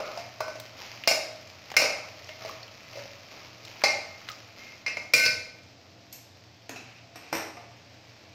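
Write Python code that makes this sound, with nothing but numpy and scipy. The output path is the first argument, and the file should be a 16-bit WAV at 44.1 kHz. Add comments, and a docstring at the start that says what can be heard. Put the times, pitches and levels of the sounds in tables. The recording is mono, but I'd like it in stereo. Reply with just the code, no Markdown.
"""A small hard-walled kitchen: a metal ladle stirs thick cooked meat in an aluminium pot.
It scrapes and bumps the bottom while gravy crackles and pops, clanks on the wall, whose modes ring,
and is rapped on the rim to shake it clean. A few clacks and slides follow beside the stove as it is
put away. An appliance hums faintly under soft room hiss."""
import sys
import numpy as np
from scipy import signal
from scipy.fft import rfft, irfft
from scipy.io import wavfile

SR = 44100
rng = np.random.default_rng(int(sys.argv[2]) if len(sys.argv) > 2 else 0)


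def log_audio(samples):
    """Write samples as a 16-bit WAV file to the path given in sys.argv[1]."""
    # one column per channel
    frames = np.atleast_2d(samples).T
    # limit to full scale, then quantise
    limited = np.clip(frames, -1, 1)
    pcm = np.round(limited * 32767).astype(np.int16)
    wavfile.write(sys.argv[1], SR, pcm)


N = 368115

# ladle on the bottom, through the meat: start_s, force_db, spot_hz (pitch the struck spot favours)
BOTTOM_BUMPS = [(0.002, -35.5, 626), (0.174, -36, 800), (0.4045, -31.5, 1500), (0.4805, -39.5, 1516),
                (0.555, -42.5, 625), (1.74, -44, 650), (2.291, -44.5, 570), (2.449, -37.5, 560),
                (2.955, -44.5, 560), (2.972, -40, 580), (3.055, -49, 555), (3.985, -43, 590)]
# ladle on the wall: start_s, force_db, bright_db, height_frac, ring_db, spot_hz, damping_ratio
WALL_CLANKS = [(1.0744, -13.5, 10, 0.06, -25, 3600, 1.8), (1.1115, -21.5, -4, 0.18, -24, 630, 2.4),
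               (1.7657, -11, 4.5, 0.58, -14, 2250, 6), (1.7987, -26.5, -14, 0, -29.5, 2690, 1.2),
               (1.8208, -20.5, -9, 0.07, -24, 614, 3), (1.8375, -20.5, -13, 0.02, -26.5, 1810, 1.6),
               (3.837, -12.5, -6, 0.08, -21.5, 4200, 4.5), (3.857, -41, -14, .5, -26.5, 2068, 1.09),
               (4.863, -26, -12, 0.74, -31.5, 2080, 2.5), (4.878, -31.5, -16, .9, -36, 2670, 1.4),
               (4.969, -29.5, -11, 0.1, -39.5, 2180, 1.8), (5.136, -11, 8.5, 1, -20.5, 2320, 1.05),
               (5.198, -25, 8, 1, -25.5, 2035, 1.12), (5.2362, -27, 6, 0.8, -26.5, 2540, 1.5),
               (5.26, -18, -4.5, 0.99, -27, 4560, 2)]
def contacts():
    """Yields each blow of the ladle; the higher on the wall, the less thud."""
    for start_s, force_db, spot_hz in BOTTOM_BUMPS:
        thud_db, bright_db, ring_db, damping = 9.5, -3, force_db - 10, 1.11
        yield start_s, force_db, thud_db, bright_db, ring_db, spot_hz, damping
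    for start_s, force_db, bright_db, height, ring_db, spot_hz, damping in WALL_CLANKS:
        thud_db = 2.5 - 41 * height
        yield start_s, force_db, thud_db, bright_db, ring_db, spot_hz, damping


# pot bottom: freq_hz, level_db, t60_s
BOTTOM_MODES = [(460, -13, .07), (565, -9, .08), (630, 0, .15), (680, -9, .1), (800, -10, .05)]
# detuning by the meat: time_s, pitch_ratio
MEAT_LOADING = [(0, 0.99), (.17, 1.09), (.44, 0.98), (1.1, 1.06), (1.8, .95), (2.45, 1.02), (3, 0.89),
                (3.85, 0.94)]
def bottom_thud(start_s, damping):
    """The bottom's pitch shifts as meat is pushed over it."""
    pitch_ratio = np.interp(start_s, *np.transpose(MEAT_LOADING))
    return ring(np.array(BOTTOM_MODES) * [pitch_ratio, 1, 1], damping=damping)


# free pot wall: freq_hz, level_db, t60_s
WALL_MODES = [(568, -20, .55), (626, -17, .66), (655, -22, .55), (1511, -9, .66), (2126, -3, .65),
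              (2148, -7, .65), (2395, -5, .56), (2605, -7.5, .56), (2795, -15, .48), (4091, -13, .42),
              (4163, -11, .6), (4544, -10, .52), (4768, -12, .6), (5080, -10, .55), (5135, -13, .54),
              (5578, -9, .45), (5988, -10, .6), (6169, -17, .45), (6810, -19, .5)]
# metal on metal: freq_hz, density_db
CLANK_SPECTRUM = [(40, -36), (200, -21), (310, -7.5), (385, -19.5), (470, -1.5), (750, -1.5), (1020, -6),
                  (1750, -7), (2250, 1.5), (3300, -13.5), (5100, -2.5), (6500, -11), (8200, -21.5),
                  (14500, -24.5)]
def blows(overtones=44):
    """Each blow gives a short clank, a bottom thud, a wall ring and a shimmer of high overtones."""
    clanks, thuds, rings = np.zeros((3, 2, N))
    mode_hz = np.array(WALL_MODES)[:, :1]
    high_hz = np.linspace(6900, 14000, overtones) + rng.uniform(-60, 53, overtones)
    high_db = lookup(CLANK_SPECTRUM, high_hz) + rng.normal(0, 3.5, overtones)
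    shimmer = ring(np.column_stack([high_hz, high_db, np.full(overtones, .4)]))
    for start_s, force_db, thud_db, bright_db, ring_db, spot_hz, damping in contacts():
        def tone_db(hz):
            modes_db = 7 * bell(hz, mode_hz[3:], .012).max(0)
            edge_db = bright_db * (bell(hz, 22000, 2.8) + 0.48 * bell(hz, 15400, 0.4))
            meat_slap_db = 0.29 * max(thud_db + 9, 0) * bell(hz, 800, 0.18)
            spot_db = 5 * bell(hz, spot_hz, 0.24)
            low_db = 0.37 * thud_db * bell(hz, 490, 0.79)
            return lookup(CLANK_SPECTRUM, hz) + modes_db + edge_db + meat_slap_db + spot_db + low_db
        add(clanks, start_s, amp(force_db) * burst(tone_db, t60_s=0.043))
        add(thuds, start_s, amp(force_db + thud_db - 2.5) * bottom_thud(start_s, damping))
        wall_damping = np.where(mode_hz < 1000, 1, damping)  # the pressing ladle spares the low modes
        wall = ring(WALL_MODES, 15 * bell(mode_hz, spot_hz, 0.063) - 2, wall_damping)
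        add(rings, start_s, amp(ring_db) * wall)
        add(rings, start_s, amp(force_db + bright_db - 24.5) * shimmer)
    low_cut = signal.butter(2, 340, "highpass", fs=SR, output="sos")  # thuds and rings carry little deep bass
    thuds, rings = signal.sosfilt(low_cut, [thuds, rings])
    return clanks + thuds + rings + kitchen(amp(-2) * clanks + amp(-5) * thuds + amp(-9) * rings)


def rim_note(start_s=5.165, pitch_hz=1515.5, level_db=-16.5, t60_s=0.57, swells_per_s=3.73):
    """The rap's note travels round the rim, so it swells after the blow, then fades."""
    out = np.zeros((2, N))
    note = ring([(pitch_hz, level_db, t60_s)])
    swell = np.sin(np.pi * swells_per_s * np.arange(note.shape[1]) / SR)
    add(out, start_s, note * swell)
    return out + amp(-14.5) * kitchen(out)


# hand-held bowl and shank: freq_hz, level_db, t60_s
LADLE_MODES = [(2200, -3, .1), (2262, -2, .2), (2420, -3, .18), (2802, -2, .22), (3280, -12, .18),
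               (3800, -7, .2), (4341, -5, .18), (4420, -7, .15), (4983, -5, .17), (5134, -6, .18),
               (5215, -4, .2), (6200, -11, .18), (6850, -10, .2)]
# ladle skipping: start_s, length_s, rattle_db, bright_db, ring_db
CHATTERS = [(1.077, 0.05, -29.5, -11, -21), (1.784, 0.051, -30, 9, -30), (5.17, 0.098, -28.5, 10, -42)]
def chatter(hits_per_s=260, size=16384):
    """After a hard blow the ladle rings and skips along the metal in tiny uneven contacts."""
    out, t = np.zeros((2, N)), np.arange(size) / SR
    for start_s, length_s, rattle_db, bright_db, ring_db in CHATTERS:
        def tone_db(hz):
            modes_db = 15 * bell(hz, np.array(LADLE_MODES)[:, :1], .008).max(0)
            mid_db = 5 * bell(hz, 2500, 0.16) - 12 * bell(hz, 580, 1)
            return lookup(CLANK_SPECTRUM, hz) + modes_db + mid_db + bright_db * bell(hz, 12200, 0.54)
        hits = rng.standard_normal((2, size)) * (rng.random(size) < hits_per_s / SR)
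        rattle = unit_rms(colour(stereo(hits, coherence=0.25), tone_db))
        add(out, start_s, amp(rattle_db) * rattle * fade(np.maximum(t - length_s, 0), t60_s=0.084))
        add(out, start_s, amp(ring_db) * ring(LADLE_MODES))
    return out + amp(-5) * kitchen(out)


# stove knock: freq_hz, density_db
STOVE_SPECTRUM = [(25, -23), (60, -19), (120, -7.5), (165, -17), (215, -9), (310, -3.5), (385, -12),
                  (490, 1.5), (800, -21), (2000, -30)]
def stove_jolts():
    """Each wall clank knocks the stove under the pot, most of all from the rim."""
    out = np.zeros((2, N))
    for start_s, force_db, _, height, *_ in WALL_CLANKS:
        knock = diffuse(burst(lambda hz: lookup(STOVE_SPECTRUM, hz), t60_s=0.019))
        rim_db = 10.5 * height ** 6
        add(out, start_s, amp(force_db - 25 + rim_db) * knock)
    return out + amp(-1.5) * kitchen(out)


# wet contacts: start_s, level_db, pitch_hz, width_oct
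MEAT_TICKS = [(0.4055, -21.5, 1080, 0.55), (0.4805, -33.5, 1020, 1.2), (0.5993, -35.5, 5500, 2.9),
              (1.037, -30, 2450, 0.6), (1.043, -37, 2450, 0.46), (1.702, -38, 1900, 1.9),
              (1.716, -32, 1000, 2.4), (1.74, -30.5, 1740, 0.91), (2.29, -37, 2260, 1),
              (2.493, -31.5, 1110, 0.22), (2.63, -39.5, 4530, 0.4), (2.679, -43, 2900, 0.23),
              (3.65, -38.5, 3760, 1.5), (3.818, -32, 1290, 1.1), (4.2871, -30, 2100, 1.43),
              (4.298, -38.5, 1250, 0.078), (4.316, -39.5, 5260, 0.54)]
def meat_ticks():
    """Bone and meat tick and slap on the ladle; the wall stays silent."""
    out = np.zeros((2, N))
    for start_s, level_db, pitch_hz, width_oct in MEAT_TICKS:
        add(out, start_s, amp(level_db) * burst(lambda hz: wet_db(hz, pitch_hz, width_oct), t60_s=0.026))
    return out + amp(-9) * kitchen(out)


# ladle through the meat: start_s, length_s, meat_db, drag_db
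STROKES = [(-.05, 0.26, -48.5, -33), (0.762, 0.18, -46, -52), (1.841, 0.59, -52.5, -38),
           (2.383, 0.16, -45.5, -46.5), (2.904, 0.12, -48, -54), (3.295, 0.17, -51, -49.5),
           (3.614, 0.17, -50, -109), (4.125, 0.22, -54, -58.5), (4.558, 0.13, -49, -54)]
STIR_END_S, ATTACK_S = 4.15, 0.027
def meat_motion(stirred_db=-52, rest_db=-61, settle_db_per_s=4.5):
    """Meat envelope: strokes over gravy that keeps crackling, then settles."""
    settling_s = np.maximum(np.arange(N) / SR - STIR_END_S, 0)
    gravy = amp(np.maximum(stirred_db - settle_db_per_s * settling_s, rest_db))
    power = sum((amp(db) * push(start_s, length_s)) ** 2 for start_s, length_s, db, _ in STROKES)
    return np.sqrt(gravy ** 2 + power)


def ladle_drag():
    """Scrape envelope: light brushing, plus a bite as each stroke starts."""
    brushing = amp(-57.5) * push(0, STIR_END_S, t60_s=8.2)
    power = sum((amp(db) * push(start_s, ATTACK_S, t60_s=0.64)) ** 2 for start_s, _, _, db in STROKES)
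    return np.sqrt(brushing ** 2 + power)


# ladle on the bottom: freq_hz, density_db
SCRAPE_SPECTRUM = [(100, -24.5), (350, -14.5), (520, -10), (630, -4), (850, -14.5), (1300, -5), (1800, -22),
                   (2250, -11), (3400, -26), (5000, -28), (8000, -55)]
# wet meat: freq_hz, density_db
SQUELCH_SPECTRUM = [(200, -11), (700, -3.5), (1300, -11), (1700, -3), (2400, 2.5), (3400, -5.5), (5200, -2),
                    (6800, -11), (8500, -42), (13500, -17), (16000, -34)]
def stirring():
    """Slips on the bottom scrape hollowly, wet meat crackles; both set the wall singing faintly."""
    slips = grains(per_s=1400, spread_db=3)
    scrape = colour(slips, lambda hz: lookup(SCRAPE_SPECTRUM, hz) + 5 * bell(hz, 625, .1))
    squelch = colour(grains(per_s=1700, spread_db=4.2), lambda hz: lookup(SQUELCH_SPECTRUM, hz))
    rub = unit_rms(scrape) * ladle_drag() + unit_rms(squelch) * meat_motion() + gravy_pops()
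    wall = ring(WALL_MODES, damping=10)
    singing = signal.fftconvolve(rub, wall / np.linalg.norm(wall[0]), axes=1)[:, :N]
    return rub + amp(-23) * singing + amp(-2) * kitchen(rub)


def gravy_pops(per_s=28):
    """Pockets of gravy part with short pops of random pitch as the meat moves."""
    out, motion = np.zeros((2, N)), meat_motion()
    for when, decades, strength in rng.random((int(per_s * N / SR), 3)):
        at, pitch_hz = int(when * N), 700 * 10 ** decades
        pop = burst(lambda hz: wet_db(hz, pitch_hz, .6), t60_s=.014, size=2048)
        add(out, at / SR, motion[at] * amp(14 * strength ** 2 - 12) * pop)
    return out


# ladle edge on the wall: start_s, length_s, level_db
WALL_RUBS = [(2.283, 0.039, -47), (2.92, .08, -56), (4.585, 0.15, -48)]
def wall_rubs(pitch_hz=2180):
    """The ladle's edge slips along bare metal; the wall sings softly."""
    weights_db = 13 * bell(np.array(WALL_MODES)[:, :1], pitch_hz, 0.082)
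    wall = ring(WALL_MODES, weights_db, damping=4)
    singing = unit_rms(signal.fftconvolve(grains(per_s=640, spread_db=3.5), wall, axes=1)[:, :N])
    envelope = sum(amp(db) * push(start_s, length_s, t60_s=0.26) for start_s, length_s, db in WALL_RUBS)
    out = singing * envelope
    return out + amp(-7.5) * kitchen(out)


# knocks beside the stove: start_s, force_db, body_hz, bright_db, metal_hz, t60_s
CLACKS = [(6.126, -40.5, 666, 25, 12940, 0.046), (6.693, -35, 259, -3.5, 6500, 0.026),
          (6.76, -43, 262, -4, 2660, 0.089), (7.157, -42.5, 742, -3.5, 5500, 0.059),
          (7.327, -26, 324.4, -7.5, 5520, 0.062), (7.351, -32.5, 420, 5, 5600, 0.044),
          (7.368, -36, 310, -2, 5600, 0.071), (7.569, -43, 703, -19, 5540, 0.021),
          (7.611, -52.5, 696, -22, 5600, 0.024)]
# hard contact: freq_hz, density_db
CLACK_SPECTRUM = [(40, -23), (150, -14.5), (310, -2.5), (470, 1.5), (590, 2), (750, 6), (1150, -0.5),
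                  (2500, 5), (3300, -6), (4600, -4.5), (5600, -3.5), (6700, -9), (8700, -16), (10000, -27),
                  (12500, -10.5), (15000, -30)]
# metal ring: freq_ratio, level_db
METAL_BANDS = [(1, 10.5), (1.53, 9.5), (2.09, 7.5), (2.33, 7)]
# hollow body: freq_ratio, level_db, t60_s
BODY_MODES = [(0.999, -0.5, 0.11), (1.7, -2.5, 0.055), (2.2, -18, .1), (2.9, -8.5, 0.11)]
def clacks():
    """Hard things knock: a broad clack with narrow metal bands; the duller, the more body."""
    out = np.zeros((2, N))
    for start_s, force_db, body_hz, bright_db, metal_hz, t60_s in CLACKS:
        def tone_db(hz):
            metal_db = sum(db * bell(hz, metal_hz * ratio, 0.074) for ratio, db in METAL_BANDS)
            return lookup(CLACK_SPECTRUM, hz) + bright_db * bell(hz, 10000, 1.4) + metal_db
        body = ring(np.array(BODY_MODES) * [body_hz, 1, 1])
        add(out, start_s, amp(force_db) * burst(tone_db, t60_s))
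        add(out, start_s, amp(force_db - 11 - 0.6 * bright_db) * body)
    return out


# piece of metalware: freq_hz, level_db, t60_s
METALWARE_MODES = [(706, -3, 1.1), (1760, 2, .25), (2578, -3, .6), (4344, -7, .24), (5507, -3, .65),
                   (5690, -6, .5), (8420, -12, .5), (12580, -8, .25), (13050, -14, .5)]
def metalware(start_s=7.329):
    """Metalware rings as it is set down."""
    out = np.zeros((2, N))
    add(out, start_s, amp(-48.5) * ring(METALWARE_MODES))
    return out


# sliding beside the stove: start_s, length_s, level_db, rasp_hz
SLIDES = [(6.704, 0.28, -59.5, 2600), (7.13, 0.18, -62, 2400)]
def slides(handling_start_s=7.1):
    """Things rasp as they slide; faint handling runs to the end."""
    def tone_db(hz):
        return lookup(CLACK_SPECTRUM, hz) + 4 * bell(hz, 4400, 0.6) - 10 * bell(hz, 12000, 0.58)
    rub = colour(grains(per_s=3000, spread_db=3), tone_db)
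    out = amp(-64.5) * unit_rms(rub) * push(handling_start_s, N / SR)
    for start_s, length_s, level_db, rasp_hz in SLIDES:
        rasp = unit_rms(colour(rub, lambda hz: 7 * bell(hz, rasp_hz, 0.25)))
        out += amp(level_db) * rasp * push(start_s, length_s)
    return out


# room decay: freq_hz, t60_s
KITCHEN_DECAY = [(100, 0.99), (400, 0.69), (1000, 0.65), (2800, 0.59), (7300, 0.55), (15000, 0.3)]
def kitchen(x, gap_samples=22):
    """Dense wall reflections of random sign, each band dying at its own rate."""
    taps = np.zeros((2, SR))
    slots = np.arange(10 * gap_samples, SR - gap_samples, gap_samples)
    arrivals = slots + rng.integers(0, gap_samples, (2, len(slots)))
    np.put_along_axis(taps, arrivals, rng.choice([-1., 1.], arrivals.shape), 1)
    hz, t, bands = signal.stft(diffuse(taps), SR, nperseg=256)
    tail = signal.istft(bands * fade(t, lookup(KITCHEN_DECAY, hz)[:, None]), SR)[1]
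    return signal.fftconvolve(x, tail / np.linalg.norm(tail[0]), axes=1)[:, :N]


# room air: freq_hz, density_db
HISS_SPECTRUM = [(15, -107), (25, -65), (53, -27), (102, -6.5), (236, -8), (270, -5.5), (384, -13),
                 (641, -8), (988, -15.5), (1610, -17), (2050, -19.5), (5140, -14.5), (7920, -33),
                 (14000, -105), (16000, -72)]
def room_hiss():
    """Soft steady noise from all sides."""
    noise = diffuse(rng.standard_normal((2, N)))
    return amp(-53) * unit_rms(colour(noise, lambda hz: lookup(HISS_SPECTRUM, hz)))


# appliance: centre_hz, level_db, width_hz
HUM_BANDS = [(92.5, -64.5, 9.9), (116.3, -60.5, 7.1), (315.6, -71, 11), (570, -88, 15), (682, -69, 3.5)]
def appliance_hum():
    """Narrow noise bands make an unsteady low hum."""
    hz = np.fft.rfftfreq(N, 1 / SR)
    noise = rfft(diffuse(rng.standard_normal((2, N))))
    return sum(amp(level_db) * unit_rms(irfft(noise / (1 + (2 * (hz - centre_hz) / width_hz) ** 2), N))
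               for centre_hz, level_db, width_hz in HUM_BANDS)


# left-right likeness of diffuse sound: freq_hz, coherence_frac
COHERENCE = [(30, 0.033), (80, 1), (130, 0.91), (290, 0.86), (640, 0.71), (1400, 0)]
def diffuse(x):
    """Sound from all sides: long waves reach both channels alike."""
    own, right = rfft(x)
    coherence = lookup(COHERENCE, np.fft.rfftfreq(x.shape[1], 1 / SR))
    left = coherence * right + np.sqrt(1 - coherence ** 2) * own
    return irfft(np.array([left, right]), x.shape[1])


def stereo(x, coherence, lag_samples=9):
    """Makes two independent signals partly alike; the left lags."""
    left = coherence * x[1] + np.sqrt(1 - coherence ** 2) * x[0]
    return np.array([np.pad(left, (lag_samples, 0))[:len(left)], x[1]])


def ring(modes, weights_db=0, damping=1):
    """Struck modes swing up from rest and decay; the left lags in phase."""
    hz, db, t60_s = np.transpose(modes)[:, :, None]
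    t = np.arange(int(.7 * SR)) / SR
    lag_rad = 1.15 * np.tanh(hz[:, 0] / 900)
    phases = np.exp(-1j * np.array([lag_rad, np.zeros_like(lag_rad)]))
    waves = amp(db + weights_db) * np.exp((2j * np.pi * hz - np.log(1000) * damping / t60_s) * t)
    return (phases @ waves).imag * (1 - np.exp(-t / 0.00088))


def burst(tone_db, t60_s, size=8192):
    """A contact: a sharp snap and a crowd of damped modes; unit rms over the first 5 ms."""
    t = np.arange(size) / SR
    crowd = rng.standard_normal((2, size)) * fade(t, t60_s) * (1 - np.exp(-t / 0.00045))
    snap = np.array([[0], [0.31]]) * (np.arange(size) == SR // 1000)
    x = colour(stereo(crowd + snap, coherence=0.2), tone_db)
    return x / np.sqrt(np.mean(x[:, :SR // 200] ** 2))


def grains(per_s, spread_db):
    """Tiny random slips and pops of uneven size."""
    sizes = amp(spread_db * np.minimum(rng.exponential(1, N), 4))
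    fires = rng.random(N) < per_s / SR
    return stereo(sizes * fires * rng.standard_normal((2, N)), coherence=0.19)


def push(start_s, length_s, t60_s=0.33):
    """Hand movement: attack, hold, release."""
    t = np.arange(N) / SR - start_s
    return np.clip(t / ATTACK_S, 0, 1) * fade(np.maximum(t - length_s, 0), t60_s)


def wet_db(hz, pitch_hz, width_oct):
    """Wet contact spectrum: one hump, muffled top."""
    return 30 * bell(hz, pitch_hz, width_oct) - 13 * bell(hz, 9900, 0.3)


def colour(x, tone_db, size=2048):
    """Causal filter with gain tone_db(hz)."""
    log_gain = np.log(amp(tone_db(abs(np.fft.fftfreq(size, 1 / SR)))))
    taps = np.fft.ifft(np.exp(np.conj(signal.hilbert(log_gain)))).real[:size // 2]
    return signal.oaconvolve(x, taps[None], axes=1)[:, :x.shape[1]]


def lookup(table, hz):
    """Interpolates over log frequency."""
    freq_hz, value = np.transpose(table)
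    return np.interp(np.log(hz + 1), np.log(freq_hz + 1), value)


def bell(hz, centre_hz, width_oct):
    """Unit-height bell over log frequency."""
    return np.exp(-.5 * (np.log2((hz + 1) / centre_hz) / width_oct) ** 2)


def fade(t, t60_s):
    """Exponential decay."""
    return np.exp(-np.log(1000) * t / t60_s)


def amp(db):
    """Decibels to gain."""
    return 10 ** (np.asarray(db) / 20)


def unit_rms(x):
    """Scales to rms 1."""
    return x / np.sqrt(np.mean(x ** 2) + 1e-20)


def add(mix, start_s, sound):
    """Mixes in a stereo sound."""
    part = mix[:, round(start_s * SR):][:, :sound.shape[1]]
    part += sound[:, :part.shape[1]]


def scene():
    """Pot slightly right; the clacks are further off, with more room than direct sound."""
    pot = blows() + rim_note() + chatter() + stove_jolts() + meat_ticks() + stirring() + wall_rubs()
    tidying = slides() + clacks() + metalware()
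    beside_stove = amp(3.5) * tidying + amp(4) * kitchen(tidying)
    background = room_hiss() * amp([[-2.5], [-1]]) + appliance_hum() * amp([[-1.8], [1.4]])
    return pot * amp([[-1.3], [1.2]]) + beside_stove * amp([[-.6], [.6]]) + background


def record(dry):
    """Soft overload on the loudest clanks, then a band limit."""
    ceiling, cutoff_hz = .95, 15900
    limited = ceiling * np.tanh(dry / ceiling)
    lowpass = signal.firwin(255, cutoff_hz, window=("kaiser", 9), fs=SR)
    return signal.oaconvolve(limited, lowpass[None], "same")


dry = scene()
out = record(dry)
log_audio(out)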